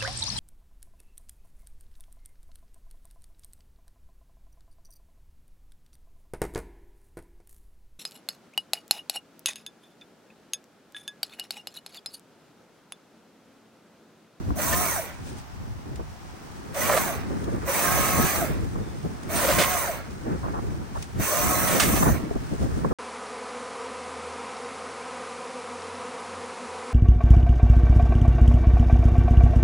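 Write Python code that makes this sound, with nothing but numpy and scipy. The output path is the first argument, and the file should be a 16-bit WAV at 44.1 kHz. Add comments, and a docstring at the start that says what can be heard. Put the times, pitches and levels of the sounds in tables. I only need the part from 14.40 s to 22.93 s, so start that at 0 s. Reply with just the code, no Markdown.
"""Gusty wind buffets two microphone ports; almost at once a battery chainsaw runs up, trimming a fan palm.
Five pulls, each coasting down: the chain whirs round the sprocket, hisses along the bar and bites stalks.
Ground, trunk and house wall echo the saw. Turbulence at the ports rumbles and thumps throughout.
Behind: rustling fronds, one far bird call, the hum of the neighbourhood."""
import sys
import numpy as np
from scipy import signal
from scipy.fft import rfft, irfft, next_fast_len
from scipy.io import wavfile
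from scipy.ndimage import uniform_filter1d, map_coordinates

SR = 44100
rng = np.random.default_rng(int(sys.argv[2]) if len(sys.argv) > 2 else 0)


def bounce(signal):
    """Save signal as a 16-bit WAV file at the path given by the first command-line argument."""
    frames = np.transpose(np.atleast_2d(signal))
    limited = np.clip(frames, -1, 1)
    pcm = np.round(limited * 32767).astype(np.int16)
    wavfile.write(sys.argv[1], SR, pcm)


N = 376173

# Levels are relative; spectra are per Hz.
# trigger pulls: (press [s], release [s], rattle [dB], hiss [dB], then each drive order [dB])
TRIGGER_PULLS = [(.15, .425, -28.5, -21, -33, -37, -37, -47), (2.332, 2.54, -26.5, -23, -41, -39, -31, -46),
                 (3.247, 3.857, -25.5, -20.5, -36.5, -34, -36.5, -41),
                 (4.882, 5.325, -27, -22, -32.5, -38, -39.5, -47),
                 (6.779, 7.525, -27.5, -20.3, -37, -40, -35, -50)]
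# chain snapping taut: (time [s], level [dB])
CHAIN_JERKS = [(.185, -37.5), (2.346, -44), (3.276, -36), (4.891, -40), (6.798, -34.5)]
# chain slapping the bar: (time [s], length [s], level [dB], pitch [Hz])
BAR_CLANKS = [(.185, 0.026, -31, 617), (.326, 0.012, -23.5, 1790), (2.358, 0.017, -29.5, 562),
              (2.413, 0.0073, -25, 1980), (2.54, 0.017, -30, 2010), (3.277, 0.022, -22.5, 557),
              (3.478, 0.011, -22, 1547), (4.925, 0.034, -26, 681), (4.957, .012, -24.5, 8800),
              (6.9, .04, -28.5, 603), (6.975, .045, -26, 608), (7.4, .015, -26, 1164)]
# tones during speed changes: (sprocket order, level [dB], phase blur [rad], extra speed exponent)
GLIDE_TONES = [(7, -38, .45, .4), (14, -42, .85, 1.5)]
# resonances: (centre [Hz], width [Hz], peak [dB])
CASING_MODES = [(700, 150, 8), (1080, 130, 7.5), (1285, 100, 4), (1640, 150, 4)]
BAR_MODES = [(660, 230, 22), (1530, 250, 10), (2000, 1100, 10)]
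# teeth biting a stalk: (time [s], length [s], chatter [dB], tearing [dB], chatter pitch [Hz])
STALK_BITES = [(0.325, 0.02, -26, -34, 601), (2.492, 0.014, -15.5, -35.5, 615),
               (2.51, 0.045, -18.5, -31.5, 586), (2.566, 0.016, -18, -30, 643),
               (3.571, .04, -24.5, -34, 600), (5.014, .045, -24.5, -43, 588), (5.084, 0.03, -21, -32, 621),
               (5.183, 0.04, -20.5, -20, 631), (7.271, .11, -27, -30, 656), (7.402, 0.034, -44, -22, 615),
               (7.551, 0.02, -41, -31, 620)]
# chain rasping through fibre: (peak time [s], length [s], level [dB])
FIBRE_CUTS = [(.33, 0.033, -30), (2.44, 0.084, -32.5), (3.43, 0.15, -33.5), (3.69, 0.13, -36),
              (3.88, 0.06, -32), (4.975, 0.045, -31.5), (5.11, 0.16, -28), (5.24, 0.028, -27),
              (5.325, 0.042, -31), (6.98, .2, -37), (7.45, 0.089, -31.5)]
# chain and cutting noise: (frequency [Hz], level [dB])
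RATTLE_SPECTRUM = [(120, -17), (300, -6), (480, -6), (600, 4.5), (740, 0), (870, -5.5), (1100, .5),
                   (1400, -3.5), (1700, -3), (2250, -4.5), (3000, -13), (4200, -15.5), (5500, -20),
                   (9000, -51)]
HISS_SPECTRUM = [(1500, -34), (3200, -19), (3800, -10), (5200, -8), (5800, 2), (6150, 6), (6700, -2.5),
                 (7200, -1.5), (8900, 3), (10300, 4.5), (12500, 6), (14200, 0.5), (15800, 3)]
STALK_SPECTRUM = [(200, -14), (430, 2), (560, 11), (680, 13), (850, 0), (1200, 3), (2100, -2), (3500, -22)]
TEAR_SPECTRUM = [(300, -15), (1200, 5), (2200, 6.5), (3500, 2.5), (6000, -1.5), (9000, -1), (15000, -15)]
# saw balance: (frequency [Hz], left minus right [dB])
SAW_BALANCE = [(300, 3), (700, -1), (1300, -5), (2400, -3), (4400, 0), (8100, -6), (14000, 1)]
# stereo image: (frequency [Hz], left-right correlation)
CHAIN_COHERENCE = [(200, 0.55), (700, 0.86), (1400, 0.37), (2200, 0.48), (3200, -0.57), (4200, 0.92),
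                   (5300, -0.48), (6200, 0.18), (9200, 0.17), (10400, -0.99), (12500, -0.81), (13400, 0.43),
                   (14000, .98), (15800, 1)]
PORT_COHERENCE = [(60, -0.45), (200, -0.31), (350, 0.67), (1000, 0.73), (3000, 0.17)]
# ground, trunk, house wall: (delay [s], level [dB])
ECHO_PATHS = [(.0022, -13), (.0075, -20), (.027, -16)]
# wind strength: (time [s], level [dB])
BREEZE_LEVELS = [(0.0, -42), (0.43, -46), (0.62, -45), (1.38, -51.5), (2.02, -42), (2.61, -30.5),
                 (4.08, -35.5), (4.63, -38), (5.08, -28), (5.51, -37), (5.87, -39.5), (6.1, -38),
                 (6.86, -39), (7.34, -20.5), (7.6, -37), (7.96, -33.5), (8.2, -32), (8.53, -32)]
RUMBLE_LEVELS = [(0, -41.5), (.75, -44), (1.4, -43), (2.1, -46.5), (2.8, -36), (3.3, -37.5), (3.75, -35.5),
                 (4.25, -37), (4.75, -39), (5.2, -33), (5.7, -43.5), (6.25, -36), (6.75, -41), (7.3, -34),
                 (7.75, -35.5), (8.53, -33.5)]
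# gusts: (peak time [s], length [s], buffet [dB], rush [dB])
PORT_GUSTS = [(0.003, 0.031, -34, -59), (.1, 0.036, -32, -65), (0.26, 0.3, -32.5, -61),
              (0.902, 0.11, -38.5, -54), (1.228, 0.1, -42, -57), (1.514, 0.13, -37, -55),
              (2.488, 0.11, -34, -39), (2.92, 0.038, -29, -46), (2.97, 0.022, -26, -45),
              (3.022, 0.033, -26.5, -52), (3.093, 0.025, -34, -46), (3.151, 0.04, -25.5, -44),
              (3.232, 0.029, -30.5, -42), (3.592, 0.15, -29.5, -47), (3.796, 0.073, -22, -47),
              (4.087, 0.15, -28.5, -59), (4.239, 0.042, -26.5, -53), (4.374, 0.076, -32.5, -50),
              (4.497, 0.061, -43, -63), (4.66, 0.026, -27, -65), (4.96, 0.044, -29, -47),
              (5.18, 0.063, -28.5, -41), (5.706, 0.037, -36, -59), (5.909, 0.087, -29, -42.5),
              (6.092, 0.057, -31, -43.5), (6.233, 0.27, -32.5, -51), (6.804, 0.056, -30.5, -45),
              (7.09, 0.11, -31.5, -38), (7.472, 0.09, -22, -53), (7.665, 0.12, -19.5, -59),
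              (7.843, 0.038, -29, -66), (8.135, 0.032, -23.5, -65), (8.223, 0.05, -26, -62),
              (8.452, 0.17, -29.5, -47)]
# sharp eddies: (time [s], length [s], thump [dB], crackle [dB])
PORT_EDDIES = [(0.103, 0.0037, -30, -27.5), (1.59, 0.014, -29, -43), (3.076, 0.0094, -22, -46),
               (3.782, 0.025, -26.5, -48), (4.354, 0.008, -33, -36), (5.859, 0.025, -31, -65),
               (6.03, 0.035, -39, -34), (6.081, 0.0037, -32, -29.5), (6.134, 0.061, -39, -33.5),
               (6.55, 0.03, -40, -34), (7.624, 0.012, -30, -18.5), (7.655, 0.045, -27, -24),
               (7.907, 0.0049, -22, -52), (7.952, 0.013, -23, -41), (8.224, 0.0045, -19, -51),
               (8.445, 0.005, -18.5, -20.5), (8.506, 0.019, -21.5, -33.5)]
# wind noise: (frequency [Hz], level [dB])
RUMBLE_SPECTRUM = [(15, -27), (30, -17), (45, -1.5), (65, 3), (120, -2.5), (200, -11.5), (400, -52.5)]
BUFFET_SPECTRUM = [(60, -12.5), (150, 0.5), (220, -1), (330, -4.5), (480, -10.5), (700, -18), (1200, -28),
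                   (2500, -59), (6000, -69)]
RUSH_SPECTRUM = [(400, -14), (900, 12), (1700, 5.5), (2400, -3.5), (3500, -27), (7000, -29)]
THUMP_SPECTRUM = [(40, -1), (150, -6), (400, -6.5), (700, -12.5), (1200, -34), (4000, -78)]
CRACKLE_SPECTRUM = [(200, -41), (600, 9), (1100, 12), (1800, -7.5), (2600, -51), (6000, -44)]
# stirring palm crowns: (time [s], level [dB])
CROWN_LEVELS = [(0, -57), (1.3, -59), (2.2, -54.5), (3, -50), (4.2, -52), (4.7, -51.5), (5.9, -54),
                (6.5, -57), (7.9, -49.5), (8.53, -50)]
# cut fronds sliding: (peak time [s], length [s], level [dB])
FROND_SLIDES = [(.74, 0.13, -53.5), (.89, 0.072, -46.5), (.985, 0.038, -47.5), (4.2, 0.2, -53.5),
                (6.15, 0.58, -55.5), (6.6, 0.083, -47), (8.25, 0.22, -49.5)]
# dry frond ticks: (time [s], level [dB])
FROND_TICKS = [(1.557, -43), (2.344, -37), (3.04, -48), (4.83, -47.5), (5.705, -48), (6.624, -35.5)]
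# bird call: (time [s], length [s], level [dB], pitch [Hz])
BIRD_NOTES = [(4.415, .025, -57, 3630), (4.465, .045, -58, 3530), (4.6, .04, -63, 3420)]
# background noise: (frequency [Hz], level [dB])
LEAF_SPECTRUM = [(800, -6), (2000, 7.5), (4000, 3.5), (6000, 6), (7000, 3.5), (9300, 5.5), (13000, -20),
                 (16000, 4)]
YARD_SPECTRUM = [(120, -4.5), (200, -1), (500, -12), (749, -2.5), (3760, -21), (5730, -20), (9930, -35.5),
                 (12600, -29.5), (16000, -31)]

DRIVE_ORDERS, SPROCKET_TEETH = (4, 6, 7, 9), 6  # orders: multiples of sprocket speed
FULL_RPS, KICK_RPS, CRAWL_RPS = 184, 63, 34  # sprocket: running free, first catch, gentle roll-out
SPIN_UP_S, BRAKE_S, COAST_RPS_PER_S = .081, .04, 660


def saw():
    """Chain, clanks of the bar, whine and cutting, panned by frequency."""
    speed_rps, rattle_gain, hiss_gain, order_gains = motor()
    turns = np.cumsum(speed_rps) / SR
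    links = SPROCKET_TEETH * turns
    mix = chain(turns, links, rattle_gain, hiss_gain)
    mix += rings(BAR_CLANKS, rise_s=.0015, t60_s=.062, blur_rad=.55)
    mix += whine(speed_rps, turns, order_gains)
    mix += bites(links)
    return filtered(mix, lambda hz: amp(along(SAW_BALANCE, hz) * np.array([[.5], [-.5]])))


def motor(surge_db=4, surge_s=.26, take_up_s=.037, whine_fade_s=.68, sag=.035, sag_s=.06, knee_rps=120.5):
    """Speed and layer gains: the motor runs up, sags in each bite and coasts down on release."""
    t = np.arange(N) / SR
    speed_rps, gains = np.zeros(N), np.zeros((2 + len(DRIVE_ORDERS), N))
    for press_s, release_s, *levels_db in TRIGGER_PULLS:
        driven_s = np.clip(t, press_s, release_s) - press_s
        coasted_s = np.maximum(t - release_s, 0)
        moving = (t > press_s) & (coasted_s < .5)
        run_up_rps = FULL_RPS - (FULL_RPS - KICK_RPS) * np.exp(-driven_s / SPIN_UP_S)
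        lost_rps = COAST_RPS_PER_S * (coasted_s - BRAKE_S * (1 - np.exp(-coasted_s / BRAKE_S)))
        speed_rps += moving * CRAWL_RPS * np.logaddexp(0, (run_up_rps - lost_rps) / CRAWL_RPS)
        running = moving * (1 - np.exp(-driven_s / take_up_s))  # slack taken up
        scraping = running * amp(surge_db * np.exp(-driven_s / surge_s))  # tightest in run-up
        whining = running / (1 + (driven_s / whine_fade_s) ** 6)
        gains += amp(levels_db)[:, None] * np.array([running, scraping] + [whining] * len(DRIVE_ORDERS))
    biting = np.any([(t > s) & (t < s + length_s) for s, length_s, *_ in STALK_BITES], axis=0)
    step = 1 / (sag_s * SR)
    load = signal.lfilter([step], [1, step - 1], biting)
    speed_rps *= (1 - sag * load) * (1 + .008 * wobble(16))  # chain drag varies
    scrape = (speed_rps / knee_rps) ** 2.73
    rattle_gain = gains[0] * (speed_rps / FULL_RPS) ** .9
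    hiss_gain = gains[1] * scrape / (1 + scrape)
    order_gains = gains[2:] * amp(-8 * load)  # the stalk's grip damps the whine
    return speed_rps, rattle_gain, hiss_gain, order_gains


def chain(turns, links, rattle_gain, hiss_gain):
    """Links strike the sprocket and scrape along the bar; the slack chain flutters."""
    jerks = bursts([(s, .015, db) for s, db in CHAIN_JERKS], rise_s=.002, t60_s=.36)
    flutter = amp(.35 * wobble(60) + .5 * np.sin(2 * np.pi * turns / 7.7))
    strikes = impacts(links, decay=1.12, scatter_db=.67)
    rattle_envelope = amp(.17 * wobble(14)) * rattle_gain + jerks
    rattle = rattle_envelope * shaped(noise() * strikes, RATTLE_SPECTRUM, CHAIN_COHERENCE)
    hiss = hiss_gain * shaped(noise() * strikes, HISS_SPECTRUM, CHAIN_COHERENCE)
    return patchy(flutter * (rattle + hiss), depth_db=2)


def whine(speed_rps, turns, order_gains):
    """Drive orders ring the casing at steady speed; otherwise a tone and its octave sweep the bar modes."""
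    def lift_db(modes, order):
        return sum(db / (1 + (2 * (order * speed_rps - hz) / width_hz) ** 2) for hz, width_hz, db in modes)

    def tone(order, blur_rad):  # shaken by the flapping chain
        waver = amp(2 * wobble(22) + 1.5 * wobble(140))
        return waver * np.sin(2 * np.pi * order * turns + blur_rad * wobble(150))

    out = np.zeros(N)
    speed_ratio = speed_rps / FULL_RPS
    accel = np.clip(np.gradient(uniform_filter1d(speed_rps, SR // 25)) * SR / COAST_RPS_PER_S, -1, 1)
    for order, gain in zip(DRIVE_ORDERS, order_gains):
        out += gain * (1 - accel ** 2) * amp(lift_db(CASING_MODES, order)) * tone(order, blur_rad=.26)
    sweep = np.abs(accel) * amp(-8 * (accel > 0))  # a taut chain rings the bar less
    for order, db, blur_rad, power in GLIDE_TONES:
        out += sweep * speed_ratio ** power * amp(db + lift_db(BAR_MODES, order)) * tone(order, blur_rad)
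    return out * speed_ratio ** 1.1


def bites(links, fall_per_s=2.7, split_at_s=7.398):
    """Cutters on every other link chop: stalks chatter, fibres tear, one stalk splits with a crack."""
    t = np.arange(N) / SR
    chops = impacts(links / 2, decay=1.5, scatter_db=1.8)
    knock = bursts([row[:3] for row in STALK_BITES], rise_s=.0014, t60_s=.015)
    rip = bursts([(s, length_s, db) for s, length_s, _, db, _ in STALK_BITES], rise_s=.0023, t60_s=.13)
    pitch_hz = np.zeros(N)
    for s, *_, hz in STALK_BITES:  # pitch falls as the bar sinks in
        pitch_hz = np.where(t > s, hz * np.exp(-fall_per_s * np.abs(t - s)), pitch_hz)
    chatter = amp(2 * wobble(70)) * np.sin(2 * np.pi * np.cumsum(pitch_hz) / SR + .4 * wobble(150))
    growl = .8 * chatter + .7 * shaped(noise() * chops, STALK_SPECTRUM, [(600, .88)])
    split = bursts([(split_at_s, .006, -13.5)], rise_s=.0004, t60_s=.04)
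    crack = split * shaped(noise(), TEAR_SPECTRUM, [(2000, .7)])
    rasp = np.hypot(rip, swells(FIBRE_CUTS)) * shaped(noise() * chops, TEAR_SPECTRUM, [(2000, .66)])
    return knock * growl + rasp + crack


def with_echoes(x, drift_s=.000174):
    """Echo paths drift as the saw moves, shifting their comb colours."""
    n, out = np.arange(N), x.copy()
    for delay_s, db in ECHO_PATHS:
        lag = SR * (delay_s + drift_s * wobble(4))
        out += amp(db) * np.array([np.interp(n - lag, n, channel) for channel in x])
    return out


def wind(right_lag_s=.00054):
    """Turbulence at the ports: slow rumble, lumpy buffeting, a rush in gusts, sharp eddies."""
    breeze = amp(curve(BREEZE_LEVELS) + .59 * wobble(5.8))
    buffet_gain = np.hypot(amp(-4) * breeze, swells([row[:3] for row in PORT_GUSTS]))
    rush_swells = swells([(s, length_s, db) for s, length_s, _, db in PORT_GUSTS])
    rush_gain = np.hypot(amp(-14) * breeze, rush_swells)
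    gust_lift = unit((buffet_gain / breeze) ** .42 * amp(3.1 * wobble(14)))
    lumps = unit(amp(1.2 * wobble(35) + 2.77 * np.array([wobble(50), wobble(38)])))
    rumble = amp(curve(RUMBLE_LEVELS) + 5.5) * gust_lift * shaped(noise(), RUMBLE_SPECTRUM, PORT_COHERENCE)
    buffet = buffet_gain * shaped(noise() * lumps, BUFFET_SPECTRUM, PORT_COHERENCE)
    rush = rush_gain * shaped(noise(), RUSH_SPECTRUM, PORT_COHERENCE)
    mix = rumble + buffet + rush + eddies()
    return filtered(mix, lambda hz: np.exp(-2j * np.pi * hz * np.array([[0], [right_lag_s]])))


def eddies():
    """Each eddy slaps the ports: low thump, short crackle."""
    thump = bursts([row[:3] for row in PORT_EDDIES], rise_s=.0024, t60_s=.067)
    crackle = bursts([(s, length_s, db) for s, length_s, _, db in PORT_EDDIES], rise_s=.0013, t60_s=.017)
    return (thump * shaped(noise(), THUMP_SPECTRUM, PORT_COHERENCE)
            + crackle * shaped(noise(), CRACKLE_SPECTRUM, PORT_COHERENCE))


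def fronds():
    """Stiff leaves brush in a grainy hiss; cut fronds slide, with a few dry ticks."""
    stirring = np.hypot(amp(curve(CROWN_LEVELS)), swells(FROND_SLIDES))
    grains = unit(amp(1.8 * wobble(600) + .9 * wobble(30)))
    ticks = bursts([(s, .003, db) for s, db in FROND_TICKS], rise_s=.00055, t60_s=.037)
    return (stirring * grains + ticks) * shaped(noise(), LEAF_SPECTRUM, [(3000, .042)])


def bird():
    """Three falling notes, blurred by distance."""
    return rings(BIRD_NOTES, rise_s=.008, t60_s=.15, blur_rad=.9)


def yard():
    """Steady neighbourhood hum."""
    return amp(-47 + .7 * wobble(4)) * shaped(noise(), YARD_SPECTRUM, [(300, .059), (3000, .021)])


def amp(db):
    """Decibels to gain."""
    return 10 ** (np.asarray(db) / 20)


def unit(x):
    """Scale to rms 1."""
    return x / np.sqrt(np.mean(x ** 2) + 1e-20)


def along(points, hz):
    """Interpolate (frequency [Hz], value) on a log axis."""
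    knots_hz, values = np.transpose(points)
    return np.interp(np.log(hz + 1), np.log(knots_hz + 1), values)


def curve(points):
    """Interpolate (time [s], value) per sample."""
    return np.interp(np.arange(N) / SR, *np.transpose(points))


def wobble(rate_hz):
    """Smooth random curve with knots at rate_hz."""
    return map_coordinates(rng.standard_normal(int(N * rate_hz / SR) + 4), [np.arange(N) * rate_hz / SR])


def noise():
    """Two independent white noises."""
    return rng.standard_normal((2, N))


def filtered(x, response):
    """Apply response(hz) by FFT."""
    size = next_fast_len(N + 8192)
    return irfft(rfft(x, size) * response(np.fft.rfftfreq(size, 1 / SR)), size)[..., :N]


def shaped(drive, spectrum, coherence):
    """Two independent drives to coloured stereo, rms 1."""
    def response(hz):
        angle_rad = np.arccos(np.clip(along(coherence, hz), -1, 1)) / 2
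        return amp(along(spectrum, hz)) * np.array([np.cos(angle_rad), np.sin(angle_rad)])

    mid, side = filtered(drive, response)
    return unit(np.array([mid + side, mid - side]))


def patchy(x, depth_db):
    """Bands flare and sink over tens of milliseconds."""
    bands = signal.stft(x, nperseg=512)[2]
    field = uniform_filter1d(rng.standard_normal(bands.shape[1:]), size=4, axis=0)
    field = uniform_filter1d(field, size=7, axis=1)
    return signal.istft(bands * amp(depth_db * unit(field)), nperseg=512)[1][:, :N]


def bursts(rows, rise_s, t60_s):
    """Rise-hold-decay envelope of (time [s], length [s], level [dB])."""
    envelope, t = np.zeros(N + SR), np.arange(SR // 2) / SR
    attack = 1 - np.exp(-t / rise_s)
    for s, length_s, db in rows:
        envelope[round(s * SR):][:len(t)] += attack * amp(db - 60 * np.maximum(t - length_s, 0) / t60_s)
    return envelope[:N]


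def swells(rows):
    """Bell envelope of (peak time [s], half-power length [s], level [dB])."""
    t = np.arange(N) / SR
    powers = (amp(db) ** 2 * .5 ** np.minimum((2 * (t - s) / length_s) ** 2, 200)
              for s, length_s, db in rows)
    return np.sqrt(sum(powers))


def impacts(phase, decay, scatter_db):
    """A decaying kick of random size at each whole number of phase."""
    sizes = amp(scatter_db * rng.standard_normal(N))
    return unit(sizes[phase.astype(int) % N] * np.exp(-decay * (phase % 1)))


def rings(rows, rise_s, t60_s, blur_rad):
    """Phase-blurred tones of (time [s], length [s], level [dB], pitch [Hz])."""
    t = np.arange(N) / SR
    wander_rad = blur_rad * wobble(120)
    return sum(bursts([event], rise_s, t60_s) * np.sin(2 * np.pi * hz * t + wander_rad)
               for *event, hz in rows)


def scene():
    """The saw among palms, heard through wind."""
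    return amp(-2.87) * with_echoes(saw()) + fronds() + bird() + yard() + wind()


def record(dry):
    """Narrow treble stop band and upper band limit."""
    stop_low_hz, stop_high_hz, top_hz = 10520, 12250, 15780
    return filtered(dry, lambda hz: ((hz < stop_low_hz) | (hz > stop_high_hz)) & (hz < top_hz))


dry = scene()
out = record(dry)
bounce(out)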